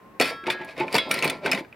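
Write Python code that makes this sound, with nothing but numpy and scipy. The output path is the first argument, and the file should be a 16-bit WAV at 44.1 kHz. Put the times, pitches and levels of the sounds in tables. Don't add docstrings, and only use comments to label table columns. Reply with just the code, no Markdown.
import sys
import numpy as np
from scipy import signal
from scipy.io import wavfile

SR = 44100
rng = np.random.default_rng(int(sys.argv[2]) if len(sys.argv) > 2 else 0)


def gain_from_decibels(decibels):
    exponent = np.asarray(decibels, float) / 20
    return 10 ** exponent


def wav_out(sig):
    wavfile.write(sys.argv[1], SR, np.round(np.clip(np.atleast_2d(sig).T, -1, 1) * 32767).astype(np.int16))


N = 77175
TIME_S = np.arange(N) / SR
LEFT_RIGHT = np.array([[1], [-1]])


def rms_one(x):
    return x / np.sqrt(np.mean(x ** 2) + 1e-20)


def at_hz(points, hz):
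    table_hz, values = np.transpose(points)
    return np.interp(np.log(hz), np.log(table_hz), values)


def cut(x, hz, kind):
    return signal.sosfilt(signal.butter(2, hz, kind, fs=SR, output="sos"), x)


def ring(clicks, hz, t60_s):
    decay = gain_from_decibels(-60 / (max(t60_s, 0.004) * SR))
    turn = 2 * np.pi * hz / SR
    return signal.lfilter([0, np.sin(turn)], [1, -2 * decay * np.cos(turn), decay ** 2], clicks + 1e-18)


def train(start_s, gains):
    clicks = np.zeros(N)
    clicks[(np.asarray(start_s) * SR).astype(int)] = gains
    return clicks


def grains(per_s, spread_db):
    chance, sign, size = rng.random((3, N))
    height = gain_from_decibels(spread_db * np.minimum(-np.log(size), 4))
    return rms_one((chance < per_s / SR) * np.sign(sign - 0.5) * height)


def burst(clicks, length_s):
    n = np.arange(int(0.008 * SR))
    shape = rng.standard_normal(len(n)) * np.exp(-n / (length_s * SR))
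    return signal.lfilter(shape / np.linalg.norm(shape), [1], clicks)


def swells(rows):
    edge_power = 1.7
    gains = []
    for peak_s, rise_s, fall_s, level_db, *_ in rows:
        edge_s = np.where(TIME_S < peak_s, rise_s, fall_s)
        gains.append(gain_from_decibels(level_db) * np.exp(-np.abs((TIME_S - peak_s) / edge_s) ** edge_power))
    return np.array(gains)


def total_db(gains):
    return 20 * np.log10(gains.sum(axis=0) + 1e-9)


def body(modes, touches, hits_s, hits_db):
    out = 0
    for hz, db, t60_s in modes:
        small = touches * rng.standard_normal(N) / np.sqrt(t60_s * SR / 28 * len(modes))
        scatter_db = 3.5 * rng.standard_normal(len(hits_s))
        big = train(hits_s, gain_from_decibels(hits_db + scatter_db))
        out = out + gain_from_decibels(db) * ring(small + big, hz, t60_s)
    return out


# pitch_hz, level_db (per Hz)
HUSH_SPECTRUM = [(15, -63), (25, -12), (242, 1), (911, -6.5), (1070, -21), (1260, -5), (4030, -30),
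                 (10100, -35), (16000, -30)]
# pitch_hz, likeness (0 to 1)
HUSH_LIKENESS = [(30, 0.99), (120, 0.87), (2000, 0.3), (8000, 0.2)]


def hush():
    out = 0
    white = rng.standard_normal((2, 2, N))
    edges = 22 * 2 ** np.arange(0, 9.6, 0.5)
    for k, (low, high) in enumerate(zip(edges, edges[1:])):
        mid, side = cut(white[k % 2], [low, high], "band")
        hz = np.sqrt(low * high)
        alike = at_hz(HUSH_LIKENESS, hz)
        stereo = np.sqrt(1 + alike) * mid + np.sqrt(1 - alike) * side * LEFT_RIGHT
        out = out + gain_from_decibels(at_hz(HUSH_SPECTRUM, hz)) * stereo
    return gain_from_decibels(-51.5) * rms_one(out)


# time_s, pitch_hz, level_db
CARRIED_SONG = [
    (0.0, 1035, -63),
    (0.07, 1055, -55.5),
    (0.11, 1068, -58),
    (0.15, 1087, -52),
    (0.18, 1073, -53.5),
    (0.21, 1040, -68),
]


def carried_plate():
    time_s, pitch_hz, level_db = np.transpose(CARRIED_SONG)
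    phase = 2 * np.pi * np.cumsum(np.interp(TIME_S, time_s, pitch_hz)) / SR
    level = np.sqrt(2) * gain_from_decibels(np.interp(TIME_S, time_s, level_db))
    return level * np.sin(phase) * np.exp(-np.maximum(TIME_S - 0.21, 0) / 0.063)


# start_s, peak_db, pitch_hz (strongest), brightness_db (relative)
RIM_CLINKS = [(0.199, -9, 2365, -16), (0.2035, -14.5, 2440, -26), (0.2111, -11, 1960, -8),
              (0.2214, -11, 2500, -15), (0.2112, -14.5, 4360, -26), (0.2242, -15, 4480, -17),
              (0.242, -21, 2460, -22), (0.2553, -18, 2550, -15), (0.2634, -31, 2430, -19),
              (0.276, -23, 2550, -13), (0.2906, -23.5, 2480, -22), (0.3012, -27.5, 1700, -23),
              (0.439, -29, 1570, -31), (0.4674, -19, 2194, -29), (0.4713, -16.5, 2225, -27),
              (0.501, -11.5, 3507, -18), (0.501, -16, 1684, -25), (0.5035, -15.5, 2140, -15),
              (0.618, -32, 2150, -33), (0.6466, -45, 1940, 4.5), (0.6896, -33, 2540, -30),
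              (0.7666, -32, 2210, -27), (0.7781, -31, 2470, -15), (0.7938, -26, 2400, -39),
              (0.7991, -20.5, 2160, -22), (0.807, -17, 2460, -43), (0.8807, -21.5, 2395, -49),
              (0.9265, -23, 4700, -7), (0.9432, -14.5, 4670, -13), (0.952, -11, 4686, -11),
              (0.9626, -10, 2640, -14.5), (0.9817, -10, 3406, -13), (1.112, -8, 2345, -12.5),
              (1.1405, -18, 2350, -8), (1.1801, -19.5, 1930, -36), (1.1893, -20, 4180, -15),
              (1.2244, -9.5, 2660, -19.5), (1.2307, -17, 2190, -33), (1.2444, -13, 2490, -27),
              (1.2515, -14.5, 2360, -25), (1.2764, -18, 4410, -12), (1.2982, -16, 3500, -8.5),
              (1.3034, -19.5, 2480, -15), (1.4504, -27.5, 2570, -19), (1.4607, -11, 1550, -21.5),
              (1.468, -17, 2160, -39), (1.515, -13, 5195, -7.5), (1.5194, -9, 2500, -24),
              (1.531, -11, 2370, -25), (1.548, -17.5, 2550, -17), (1.5759, -19, 2075, -32),
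              (1.6479, -37.5, 1630, -32), (1.727, -35, 2470, -54)]
# peak_s, rise_s, fall_s, level_db, brightness_db (relative)
RIM_SLIDES = [(0.204, 0.0049, 0.08, -22.5, -17.5), (0.301, 0.04, 0.0054, -33.5, -17.5),
              (0.469, 0.0092, 0.034, -25, -38), (0.5, 0.0024, 0.027, -22, -18),
              (0.619, 0.071, 0.034, -38, -40), (0.701, 0.033, 0.034, -39.5, -22),
              (0.808, 0.029, 0.028, -26, -31.5), (.885, 0.022, 0.022, -42, -20),
              (0.954, 0.025, 0.036, -21, -19.5), (1.02, 0.03, 0.099, -38.5, -29),
              (1.121, 0.015, 0.1, -24.5, -20.5), (1.235, 0.0046, 0.081, -24, -24.5),
              (1.464, 0.024, 0.057, -26, -31), (1.524, 0.0054, 0.039, -24.5, -21.5),
              (1.59, 0.018, 0.014, -33, -18), (1.73, 0.0041, 0.042, -53, -43)]
# pitch_hz, level_db
GRIPPED_PLATE = [(1150, -8.5), (1600, -9.5), (2300, 3), (2900, -8), (4800, -6.5), (6300, -19), (10000, -16),
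                 (15500, -27)]


def plate():
    start_s, peak_db, lead_hz, hard_db = np.transpose(RIM_CLINKS)
    slides = swells(RIM_SLIDES) + 1e-9
    slide_bright_db = np.array(RIM_SLIDES)[:, 4] @ slides / slides.sum(axis=0)
    mean_bright_db = -20.5
    chatter_db = total_db(slides) - 4
    chatter_tilt_db, clink_tilt_db = slide_bright_db - mean_bright_db, hard_db - mean_bright_db
    touches = grains(per_s=2600, spread_db=2.6)

    out = np.zeros((2, N))
    for hz in np.geomspace(1150, 15900, num=70) * rng.uniform(0.97, 1.015, size=70):
        tilt = np.clip(np.log2(hz / 2600) / 2, 0, 1)
        t60_s = 0.98 * 0.042 * (hz / 2000) ** -0.13
        small = touches * rng.standard_normal(N) * gain_from_decibels(chatter_db + tilt * chatter_tilt_db) / np.sqrt(t60_s * SR)
        scatter_db = 4.47 * rng.standard_normal(len(start_s))
        big = train(start_s, gain_from_decibels(peak_db - 20 + tilt * clink_tilt_db + scatter_db))
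        mode_db = at_hz(GRIPPED_PLATE, hz)
        mode = gain_from_decibels(mode_db) * ring(small + burst(big, 0.00066), hz, t60_s)
        shimmer_db = mode_db - 20 + 2.5 * rng.standard_normal() - 17 * tilt ** 2
        mode += gain_from_decibels(shimmer_db) * ring(small + big, hz * 1.007, 0.25)
        out += mode * (1 + (0.051 + 0.61 * tilt) * rng.standard_normal() * LEFT_RIGHT)

    crack = burst(train(start_s, gain_from_decibels(peak_db - 11.5 + 0.35 * clink_tilt_db)), 0.0015)
    out += cut(crack, [900, 15500], "band")
    for s, db, hz in zip(start_s, peak_db, lead_hz):
        out += ring(train([s], gain_from_decibels(db - 6)), hz, 0.033)
    return out


# start_s, peak_db, pitch_hz (strongest), t60_s
RACK_KNOCKS = [(0.201, -12.5, 318, 0.025), (0.2041, -7, 510, 0.038), (0.209, -11, 721, 0.057),
               (0.435, -32.5, 353, 0.08), (0.309, -25.5, 477, 0.074), (0.469, -20, 361.7, 0.23),
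               (0.481, -15.5, 902, 0.076), (0.607, -27, 363, 0.14), (0.612, -28.5, 865, 0.14),
               (0.693, -34, 660, 0.061), (0.781, -26.5, 505, 0.05), (0.803, -18.5, 353.5, 0.22),
               (0.811, -16.5, 875.7, 0.18), (0.943, -16.5, 466, 0.081), (0.952, -10, 938, 0.052),
               (0.965, -21, 990, 0.074), (1.109, -17.5, 581, 0.028), (1.233, -21, 490, 0.021),
               (1.256, -11.5, 470, 0.019), (1.276, -19, 254, 0.015), (1.322, -31, 524, 0.028),
               (1.42, -33, 590, 0.097), (1.433, -24, 574, 0.06), (1.451, -18.5, 407, 0.095),
               (1.468, -23, 990, 0.024), (1.479, -23, 261, 0.16), (1.534, -17.5, 664, 0.06),
               (1.54, -21.5, 201.8, 0.15), (1.552, -21, 790, 0.029), (1.584, -22.5, 343, 0.036),
               (1.609, -24.5, 336, 0.08)]
# peak_s, rise_s, fall_s, level_db
RACK_RUBS = [
    (.207, 0.0028, 0.048, -25),
    (.31, 0.028, 0.055, -35),
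    (.475, 0.017, 0.071, -29.5),
    (.62, 0.036, 0.094, -39),
    (.815, 0.04, 0.075, -28.5),
    (.955, 0.024, 0.039, -22.5),
    (1.12, 0.078, 0.11, -30),
    (1.26, 0.039, 0.081, -26),
    (1.47, 0.028, 0.038, -23.5),
    (1.55, 0.018, 0.065, -30.5),
]
# pitch_hz, level_db, t60_s
RACK_WOOD = [(159, -5.5, 0.023), (196.4, -8.5, 0.048), (269.7, -4.5, 0.084), (378.5, -2.5, 0.054),
             (528, 0.5, 0.025), (657, -1.5, 0.054), (884.5, -3, 0.027), (1024, -4, 0.037)]


def rack():
    start_s, peak_db, pitch_hz, t60_s = np.transpose(RACK_KNOCKS)
    touches = grains(per_s=900, spread_db=2.5) * gain_from_decibels(total_db(swells(RACK_RUBS)) + 0.5)
    out = body(RACK_WOOD, touches, start_s, peak_db - 21)
    for s, db, hz, t60 in zip(start_s, peak_db, pitch_hz, t60_s):
        out += ring(train([s], gain_from_decibels(db - 3.5)), hz, t60)
    return cut(cut(out, 1320, "low"), 3500, "low")


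# pitch_hz, level_db, t60_s
FIRST_PLATE = [(1109, -4, 1.5), (1340, 3, 2), (2490, 18, .17), (3440, 12, .2), (1653, 0, 2), (1809, 1, .6),
               (1992, -4, .9), (2326, -1, .45), (2632, -10, 1), (4440, 12, .13), (3257, 0, .8),
               (3709, 4, .5), (4592, 1, .5), (5233, 7, .38)]
SECOND_PLATE = [(1443, -4, .3), (1330, -1, .3), (1655, 5, .8), (1820, -1, .35), (4100, -8, .25),
                (2116, -6, .25), (3063, -14, .8), (3575, -7, .25)]
THIRD_PLATE = [(1345, -26, 1.5), (1690, -20, .35), (2190, 1, .06), (2121, -19, .4), (2562, -17, .36),
               (2789, -19, .3), (3666, -28, 1.5), (4000, -22, .4), (4550, -27, .5), (4969, -29, 1),
               (3278, -22, .8), (3391, 0, .14), (3849, -15, .2), (5109, -22, .16)]
FOURTH_PLATE = [(1365, -2, 1.2), (1835, -4, .5), (2352, -5, .6)]
# start_s, gripped_s, level_db
FREE_RINGS = [
    (0.214, 0.49, -40),
    (.53, 0.725, -38.5),
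    (0.985, 1.116, -17),
    (1.107, 1.46, -34),
]


def free_plates():
    out = 0
    plates = (FIRST_PLATE, SECOND_PLATE, THIRD_PLATE, FOURTH_PLATE)
    for modes, (start_s, gripped_s, level_db) in zip(plates, FREE_RINGS):
        rings = sum(ring(train([start_s], gain_from_decibels(level_db + db)), hz, t60_s) for hz, db, t60_s in modes)
        out = out + rings * np.exp(-np.maximum(TIME_S - gripped_s, 0) / 0.021)
    return out


# start_s, level_db
CUTLERY_TINKLES = [
    (1.092, -52),
    (1.114, -30),
    (1.244, -27.5),
    (1.296, -48),
]
# pitch_hz, level_db, t60_s
CUTLERY_MODES = [(8250, -6, .06), (9650, -3, .07), (11050, -7, .09), (12800, -12, .06), (14070, -5, .06),
                 (15300, -8, .06)]


def cutlery():
    start_s, level_db = np.transpose(CUTLERY_TINKLES)
    return body(CUTLERY_MODES, 0, start_s, level_db) * gain_from_decibels([[-1.5], [1.5]])


def cabin(x):
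    t60_s, wall_cut_hz = 0.094, 2900
    out = np.zeros((2, N))
    dull = np.exp(-2 * np.pi * wall_cut_hz / SR)
    lags = (rng.uniform(0.006, 0.022, 16) * SR).astype(int)
    for k, lag in enumerate(lags):
        loop, state = x.copy(), [0.]
        gain = gain_from_decibels(-60 * lag / SR / t60_s)
        for i in range(lag, N, lag):
            back, state = signal.lfilter([gain * (1 - dull)], [1, -dull], loop[i - lag:i], zi=state)
            loop[i:i + lag] += back[:N - i]
        out[k % 2] += (loop - x) * (-1) ** (k // 2)
    return out


def scene():
    background = hush()
    dry = carried_plate() + plate() + rack() + free_plates() + cutlery()
    room = cabin(dry.mean(axis=0))
    wet = gain_from_decibels(-10.5) * room.mean(axis=0) + gain_from_decibels(-21) * (room[0] - room[1]) * LEFT_RIGHT
    return cut(cut(dry + wet, 144, "high"), 98, "high") + background


def band_limit(x):
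    return signal.sosfilt(signal.butter(12, 16800, fs=SR, output="sos"), x)


def record(dry):
    mix = signal.sosfilt(signal.cheby2(10, 50, 16950, fs=SR, output="sos"), dry)
    return band_limit(mix)


dry = scene()
out = record(dry)
wav_out(out)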